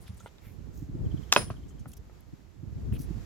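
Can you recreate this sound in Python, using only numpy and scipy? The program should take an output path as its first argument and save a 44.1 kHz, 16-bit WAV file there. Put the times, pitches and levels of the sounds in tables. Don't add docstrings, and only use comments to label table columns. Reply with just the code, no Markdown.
import sys
import numpy as np
from scipy import signal
from scipy.fft import rfft, irfft
from scipy.io import wavfile

SR = 44100
rng = np.random.default_rng(int(sys.argv[2]) if len(sys.argv) > 2 else 0)


def transcribe(signal):
    frames = np.atleast_2d(signal).T
    limited = np.clip(frames, -1, 1)
    pcm = np.round(limited * 32767).astype(np.int16)
    wavfile.write(sys.argv[1], SR, pcm)


def to_linear_factor(level_db):
    exponent = np.asarray(level_db, float) / 20
    return 10 ** exponent


N = 143325

# t/s, level/dB, softness f/Hz
CRACK_SLIPS = [(.0004, -8, 7000), (.0011, -7, 3000), (.0019, -9, 2600), (.0028, -5, 2400)]
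# t/s, level/dB, softness f/Hz
LANDING_SLIPS = [(.0011, -7, 1800), (.0058, -16.5, 900), (0.0122, -14.5, 3000), (.022, -23.5, 1500)]
# f/Hz, level/dB, t60/s
BLOCK_MODES = [(370, -23.5, 0.0096), (800, -12, .01), (1170, -9.5, 0.012), (1624, -9, .008),
               (2050, -13.5, .008), (2587, -10.5, 0.012), (3050, -7, .006), (3600, -1, 0.0066),
               (4250, -3.5, 0.0065), (5530, -10, 0.017), (6380, -2, .006), (7750, -6, .0035),
               (9880, -15.5, .004), (12430, -10, .003)]
# f/Hz, level/dB, t60/s
THUD_MODES = [(385, -5, .03), (580, -3.5, 0.049), (630, -5, .025), (1010, -1.5, 0.017), (1250, 0.5, .012),
              (1444, -2.5, 0.015), (1658, -9.5, .016), (2003, -9.5, .014), (2515, -5, .02),
              (3110, -2.5, .011), (3960, -8.5, .007), (4470, -16.5, .006), (6300, -21, 0.019)]
# t/s, level/dB, t60/s
TEARS = [
    (1.326, -27.5, 0.074),
    (1.335, -19, 0.023),
    (1.346, -39, 0.33),
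    (1.365, -22.5, 0.08),
    (1.373, -34, 0.26),
    (1.504, -46.5, 0.13),
]
# f/Hz, level/dB per Hz
TEAR_COLOUR = [(180, -32.5), (300, -8), (4370, -13), (5080, -3), (8940, -19), (14000, -18), (16000, -30.5)]
# f/Hz, level/dB per Hz
DEBRIS_COLOUR = [(180, -7.5), (300, -9), (4170, -24.5), (5320, -26.5), (9000, -37), (11700, -53),
                 (19800, -120)]
# delay t/s, level/dB
ECHOES = [(.0042, -16), (.011, -28), (.017, -22.5), (.029, -30.5)]
# f/Hz, level/dB, t60/s, swell t/s
STEEL = [(5181, -35, .2, .004), (9771, -31, .25, .02), (15730, -44, .14, .035), (7615, -45, .08, .004)]
# t/s, peak level/dB, pitch f/Hz, t60/s, overtone level/dB
TAPS = [(.0797, -44, 3800, .005, -6), (.205, -47, 1380, .02, -8), (.232, -54, 1200, .012, -10),
        (.2603, -33, 1420, .016, 4), (.271, -46, 1300, .012, 0), (.3835, -45, 3700, .006, 0),
        (.672, -48, 900, .012, -6), (1.5022, -27, 1150, .007, -6), (1.5405, -46, 1100, .012, 8),
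        (1.706, -53.5, 1300, .01, 0), (1.857, -39, 1330, .009, -2), (2.097, -46, 1278, .008, -2),
        (2.9255, -41, 2900, .005, -10), (2.964, -50, 1540, .006, 6)]
# f/pitch [ratio], level/dB
TAP_MODES = [(.43, -8), (.65, -4), (1.0, 0), (1.4, -7), (2.0, -13), (2.5, -17)]
# t/s, length/s, level/dB, centre f/Hz
SCUFFS = [(.0, 0.077, -67, 10100), (0.017, 0.0018, -59, 9500), (0.023, 0.084, -73.5, 5000),
          (.062, 0.049, -63, 3600), (0.079, 0.0049, -59, 11000), (0.144, .005, -64.5, 12000),
          (.168, 0.027, -63, 8800), (.195, 0.035, -63.5, 6850), (.19, .03, -66, 3650),
          (.262, 0.034, -62.5, 3200), (0.219, 0.072, -68, 8600), (0.416, 0.13, -66, 2270),
          (0.413, 0.18, -69.5, 12300), (0.723, 0.17, -69, 6760), (.73, 0.14, -70.5, 13100),
          (1.40, .03, -60, 7000), (1.494, 0.0058, -60.5, 14320), (1.68, 0.049, -67.5, 6890),
          (1.79, .035, -67, 6500), (1.875, 0.054, -63, 10500), (1.875, .03, -67, 13800),
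          (1.917, 0.0044, -62, 11000), (1.917, .009, -60, 6000), (1.934, 0.01, -55.5, 7000),
          (1.93, 0.0098, -59.5, 10900), (1.932, 0.0078, -62, 3300), (1.966, 0.02, -61, 6000),
          (1.966, .018, -59, 11680), (2.206, 0.0037, -62.5, 11930), (2.926, 0.056, -60.5, 10560),
          (2.931, 0.021, -57, 2670), (2.948, 0.038, -58.5, 2900), (3, 0.069, -59.5, 10600),
          (2.977, 0.08, -61, 13000), (2.979, 0.084, -63.5, 6160)]
# t/s, level/dB
TRILL = [(1.047, -62), (1.104, -57), (1.164, -56), (1.223, -59), (1.286, -60), (1.468, -58), (1.49, -63),
         (1.556, -60), (1.624, -64), (1.699, -67), (1.773, -68)]
# t/s, level/dB, left-right level/dB
GUSTS = [(0, -54.5, -3), (.35, -63.5, -9.5), (.66, -51, -11), (.88, -48, 1), (1.03, -36, 0),
         (1.12, -41.5, -4), (1.3, -53.5, -14), (1.42, -46.5, 4), (1.9, -53.5, -3), (2.5, -61.5, -16),
         (2.75, -47.5, -6), (2.93, -38.5, 8), (3.25, -51, -15)]
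# crest t/s, peak level/dB, left-right level/dB, swing f/Hz
BUFFETS = [(0.104, -29.5, -1.5, 90), (0.141, -35.5, -4, 78), (0.246, -37, -5, 90), (0.474, -36, -8, 100),
           (0.613, -39.5, -15.5, 86), (0.695, -37, -3, 69.4), (0.785, -39, -14, 149),
           (0.827, -28.5, -9, 138), (0.897, -29, -4, 127), (0.953, -24, -4.5, 143), (1.069, -19, 0.5, 112),
           (1.145, -18.5, -1.5, 139.4), (1.195, -30.5, -9.5, 141.5), (1.392, -25.5, -2.5, 126.8),
           (1.44, -28.5, -3.5, 90), (1.475, -37.5, -13, 118), (1.512, -25.5, -2.5, 109.6),
           (1.597, -38.5, -2.5, 98), (1.663, -34, 2, 130), (1.754, -34, -2, 130), (1.813, -32, -1.5, 105),
           (1.871, -32.5, -0.5, 130), (2.337, -31.5, 0, 140), (2.636, -30.5, -7.5, 141.6),
           (2.679, -30, -5.5, 90.8), (2.727, -34, -5, 90), (2.765, -28.5, 3.5, 91.7),
           (2.82, -34.5, 0.5, 100), (2.854, -40.5, 10.5, 127.7), (2.894, -28.5, 7, 110),
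           (2.927, -15, 0.5, 95), (2.965, -39, 2, 130), (3.005, -24.5, 6, 127.3), (3.05, -30.5, 4, 122),
           (3.111, -24.5, -7, 152), (3.173, -30, -5, 106)]
# f/Hz, level/dB per Hz
WIND_COLOUR = [(12, -29.5), (20, -20.5), (54, 5), (129, -3), (424, -19), (586, -31), (1500, -48),
               (1950, -59.5), (3300, -120)]
# t/s, level/dB
HUSH = [(0, -66.5), (.9, -69), (1.22, -64), (1.7, -68), (2.6, -71), (3.2, -61)]
# f/Hz, level/dB per Hz
AIR_COLOUR = [(180, -25), (300, -4.5), (2100, -17.5), (3030, -21), (7320, -23), (8940, -35), (12100, -28),
              (16000, -38.5)]

BITE_S, CRACK_S, LANDING_S = 1.3198, 1.3247, 1.3622


def rms_one(x):
    return x / np.sqrt(np.mean(x ** 2) + 1e-20)


def in_time(rows):
    s, *columns = np.transpose(rows)
    t = np.arange(N) / SR
    return [np.interp(t, s, column) for column in columns]


def drift(rate_hz, channels=1):
    r = np.exp(-2 * np.pi * rate_hz / SR)
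    noise = rng.standard_normal((channels, N + SR))
    settled = signal.lfilter([1], [1, -2 * r, r * r], noise)[:, SR:]
    return rms_one(settled)


def colour(x, points):
    hz, db = np.transpose(points)
    hz = np.r_[hz[0] / 3, hz, hz[-1] * 2]
    db = np.r_[db[0] - 25, db, db[-1] - 25]
    log_f = np.log(np.fft.rfftfreq(x.shape[-1], 1 / SR) + 1)
    gain_db = np.interp(log_f, np.log(hz), db)
    return rms_one(irfft(rfft(x) * to_linear_factor(gain_db), x.shape[-1]))


def pair(alike, size):
    alike = np.clip(alike, 0, 1)
    mid, side = rng.standard_normal((2, size))
    return np.sqrt(1 + alike) * mid + np.sqrt(1 - alike) * side * [[1], [-1]]


def ring(clicks, hz, t60):
    r, w = to_linear_factor(-60 / (t60 * SR)), 2 * np.pi * hz / SR
    return signal.lfilter([0, np.sin(w)], [1, -2 * r * np.cos(w), r * r], clicks + 1e-18)


def add(out, s, x):
    i = int(max(s, 0) * SR)
    out[..., i:i + x.shape[-1]] += x[..., :N - i]


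def late(x):
    i = np.arange(x.shape[1])
    return np.array([x[0], np.interp(i - .00009 * SR, i, x[1])])


def blow(out, s, db, soft_hz, slips, modes):
    clicks = np.zeros(SR // 2)
    for after_s, slip_db, hz in [(0, 0.0052, soft_hz)] + list(slips):
        r = np.exp(-2 * np.pi * hz / SR)
        i = int(max(after_s, 0) * SR)
        clicks[i:i + 200] += to_linear_factor(slip_db) * (1 - r) * r ** np.arange(200)
    sound = np.zeros((2, SR // 2))
    for k, (hz, level_db, t60) in enumerate(modes):
        skew = rng.uniform(-1, 1, (2, 2))
        for port in range(2):
            gain = to_linear_factor(level_db + 2.5 * skew[port, 0]) * (-1) ** k
            sound[port] += gain * ring(clicks, hz * (1 + .015 * skew[port, 1]), t60)
    add(out, s, to_linear_factor(db) * sound / 3)


def tearing(out):
    t = np.arange(SR // 2) / SR
    for s, db, t60 in TEARS:
        snaps_db = 2.5 * np.minimum(rng.exponential(1, len(t)), 5)
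        grain = to_linear_factor(snaps_db + 2 * drift(90)[0, :len(t)])
        spectrum = TEAR_COLOUR if s < LANDING_S else DEBRIS_COLOUR
        noise = colour(pair(0.23, len(t)) * grain, spectrum)
        fade = to_linear_factor(db - 60 * t / t60) * np.minimum(t / 0.0026, 1)
        add(out, s, fade * noise)


def hatchet():
    out = np.zeros((2, N))
    blow(out, CRACK_S, 3.7, 9000, CRACK_SLIPS, BLOCK_MODES)
    blow(out, LANDING_S, 0, 17000, LANDING_SLIPS, THUD_MODES)
    bite = colour(pair(.6, 240), TEAR_COLOUR) * np.linspace(.15, 1, 240)
    add(out, BITE_S, to_linear_factor(-31) * bite)
    tearing(out)
    dull = signal.lfilter([.55], [1, -.45], out)
    for k, (s, db) in enumerate(ECHOES):
        add(out, s, to_linear_factor(db) * dull[::(-1) ** k].copy())
    return late(out)


def steel():
    out, t = np.zeros((2, N)), np.arange(SR // 2) / SR
    port_phase = np.array([[0], [.6]])
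    lift_s = TAPS[0][0] - .01
    for hz, db, t60, swell_s in STEEL:
        envelope = to_linear_factor(db - 60 * t / t60) * np.minimum(t / swell_s, 1)
        tone = envelope * np.sin(2 * np.pi * hz * t + port_phase)
        add(out, LANDING_S, tone)
        add(out, lift_s, to_linear_factor(-35) * tone * (swell_s > .01))
    return out


def taps():
    out, t = np.zeros((2, N)), np.arange(3000) / SR
    for s, db, hz, t60, bright_db in TAPS:
        rattle = .12 * to_linear_factor(-60 * t / .006) + to_linear_factor(-28 - 60 * t / .07)
        contact = pair(.85, len(t)) * rattle
        contact[:, 0] = 1
        soften = signal.butter(2, min(hz * 1.8, 15000), fs=SR, output="sos")
        contact = signal.sosfilt(soften, contact)
        knock = 0
        for ratio, mode_db in TAP_MODES:
            gain = to_linear_factor(mode_db + bright_db * (ratio > 1.2))
            knock = knock + gain * ring(contact, hz * ratio, max(t60, .002))
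        add(out, s, to_linear_factor(db - 1) * knock / np.abs(knock).max() * to_linear_factor([[-.8], [.8]]))
    return late(out)


def scuffs():
    out = np.zeros((2, N))
    grain_db = 3.2 * np.minimum(rng.exponential(1, N), 5)
    grit = pair(.7, N) * to_linear_factor(grain_db + 2.5 * drift(150))
    for s, length_s, db, hz in SCUFFS:
        i, n = int(max(s, 0) * SR), int(length_s * SR)
        burst = 0
        for width, share in [(.11, 1), (.55, .2)]:
            edges = [hz / (1 + width), min(hz * (1 + width / 2), .45 * SR)]
            band = signal.butter(1, edges, "band", fs=SR, output="sos")
            burst = burst + share * signal.sosfilt(band, grit[:, i:i + n])
        t = np.arange(burst.shape[1]) / n
        envelope = np.minimum(np.minimum(t / 0.15, (1 - t) / 0.68), 1)
        add(out, s, to_linear_factor(db) * rms_one(burst) * envelope)
    return out


def bird():
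    out = np.zeros(N)
    size = int(.022 * SR)
    pitch_hz = np.linspace(3650, 2750, size)
    note = np.hanning(size) * np.sin(2 * np.pi * np.cumsum(pitch_hz) / SR)
    for s, db in TRILL:
        add(out, s, to_linear_factor(db - 4) * note)
    scatter = rng.standard_normal((2, 3000)) * to_linear_factor(-26 - np.arange(3000) / 100)
    scatter[:, 0] = 1
    return signal.fftconvolve(out[None], scatter, axes=1)[:, :N]


def gusts():
    db, pan_db = in_time(GUSTS)
    lumps = to_linear_factor(2.5 * drift(13, channels=2))
    rumble = rms_one(colour(pair(.1, N), WIND_COLOUR) * lumps)
    return to_linear_factor(db + 4 + pan_db * [[.5], [-.5]]) * rumble


def buffets():
    out, t = np.zeros((2, N)), np.arange(-2000, 2000) / SR
    ports = np.array([[.5], [-.5]])
    chances = rng.uniform(-1, 1, (len(BUFFETS), 4))
    for (s, peak_db, pan_db, hz), chance in zip(BUFFETS, chances):
        swing = 2 * np.pi * hz * t * (1 + 8 * t * chance[0])
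        port_skew = 1.1 * ports * (1 + chance[2])
        turn = swing + np.pi * chance[1] + port_skew
        eddy = np.cos(turn) + to_linear_factor(-7) * np.cos(2.1 * turn + np.pi * chance[3])
        envelope = np.exp(-(t * hz / 0.9) ** 2)
        add(out, s + t[0], to_linear_factor(peak_db - 6 + pan_db * ports) * eddy * envelope)
    return out


def leaves():
    hush_db, = in_time(HUSH)
    flutter_db = .7 * drift(6)
    return to_linear_factor(hush_db + 3 + flutter_db) * colour(pair(0.17, N), AIR_COLOUR)


def scene():
    return hatchet() + steel() + taps() + scuffs() + bird() + gusts() + buffets() + leaves()


def low_pass(x):
    return signal.sosfilt(signal.butter(12, 16690, fs=SR, output="sos"), x)


def record(dry):
    mix = 1.676 * np.tanh(dry / 1.267)
    return low_pass(mix)


dry = scene()
out = record(dry)
transcribe(out)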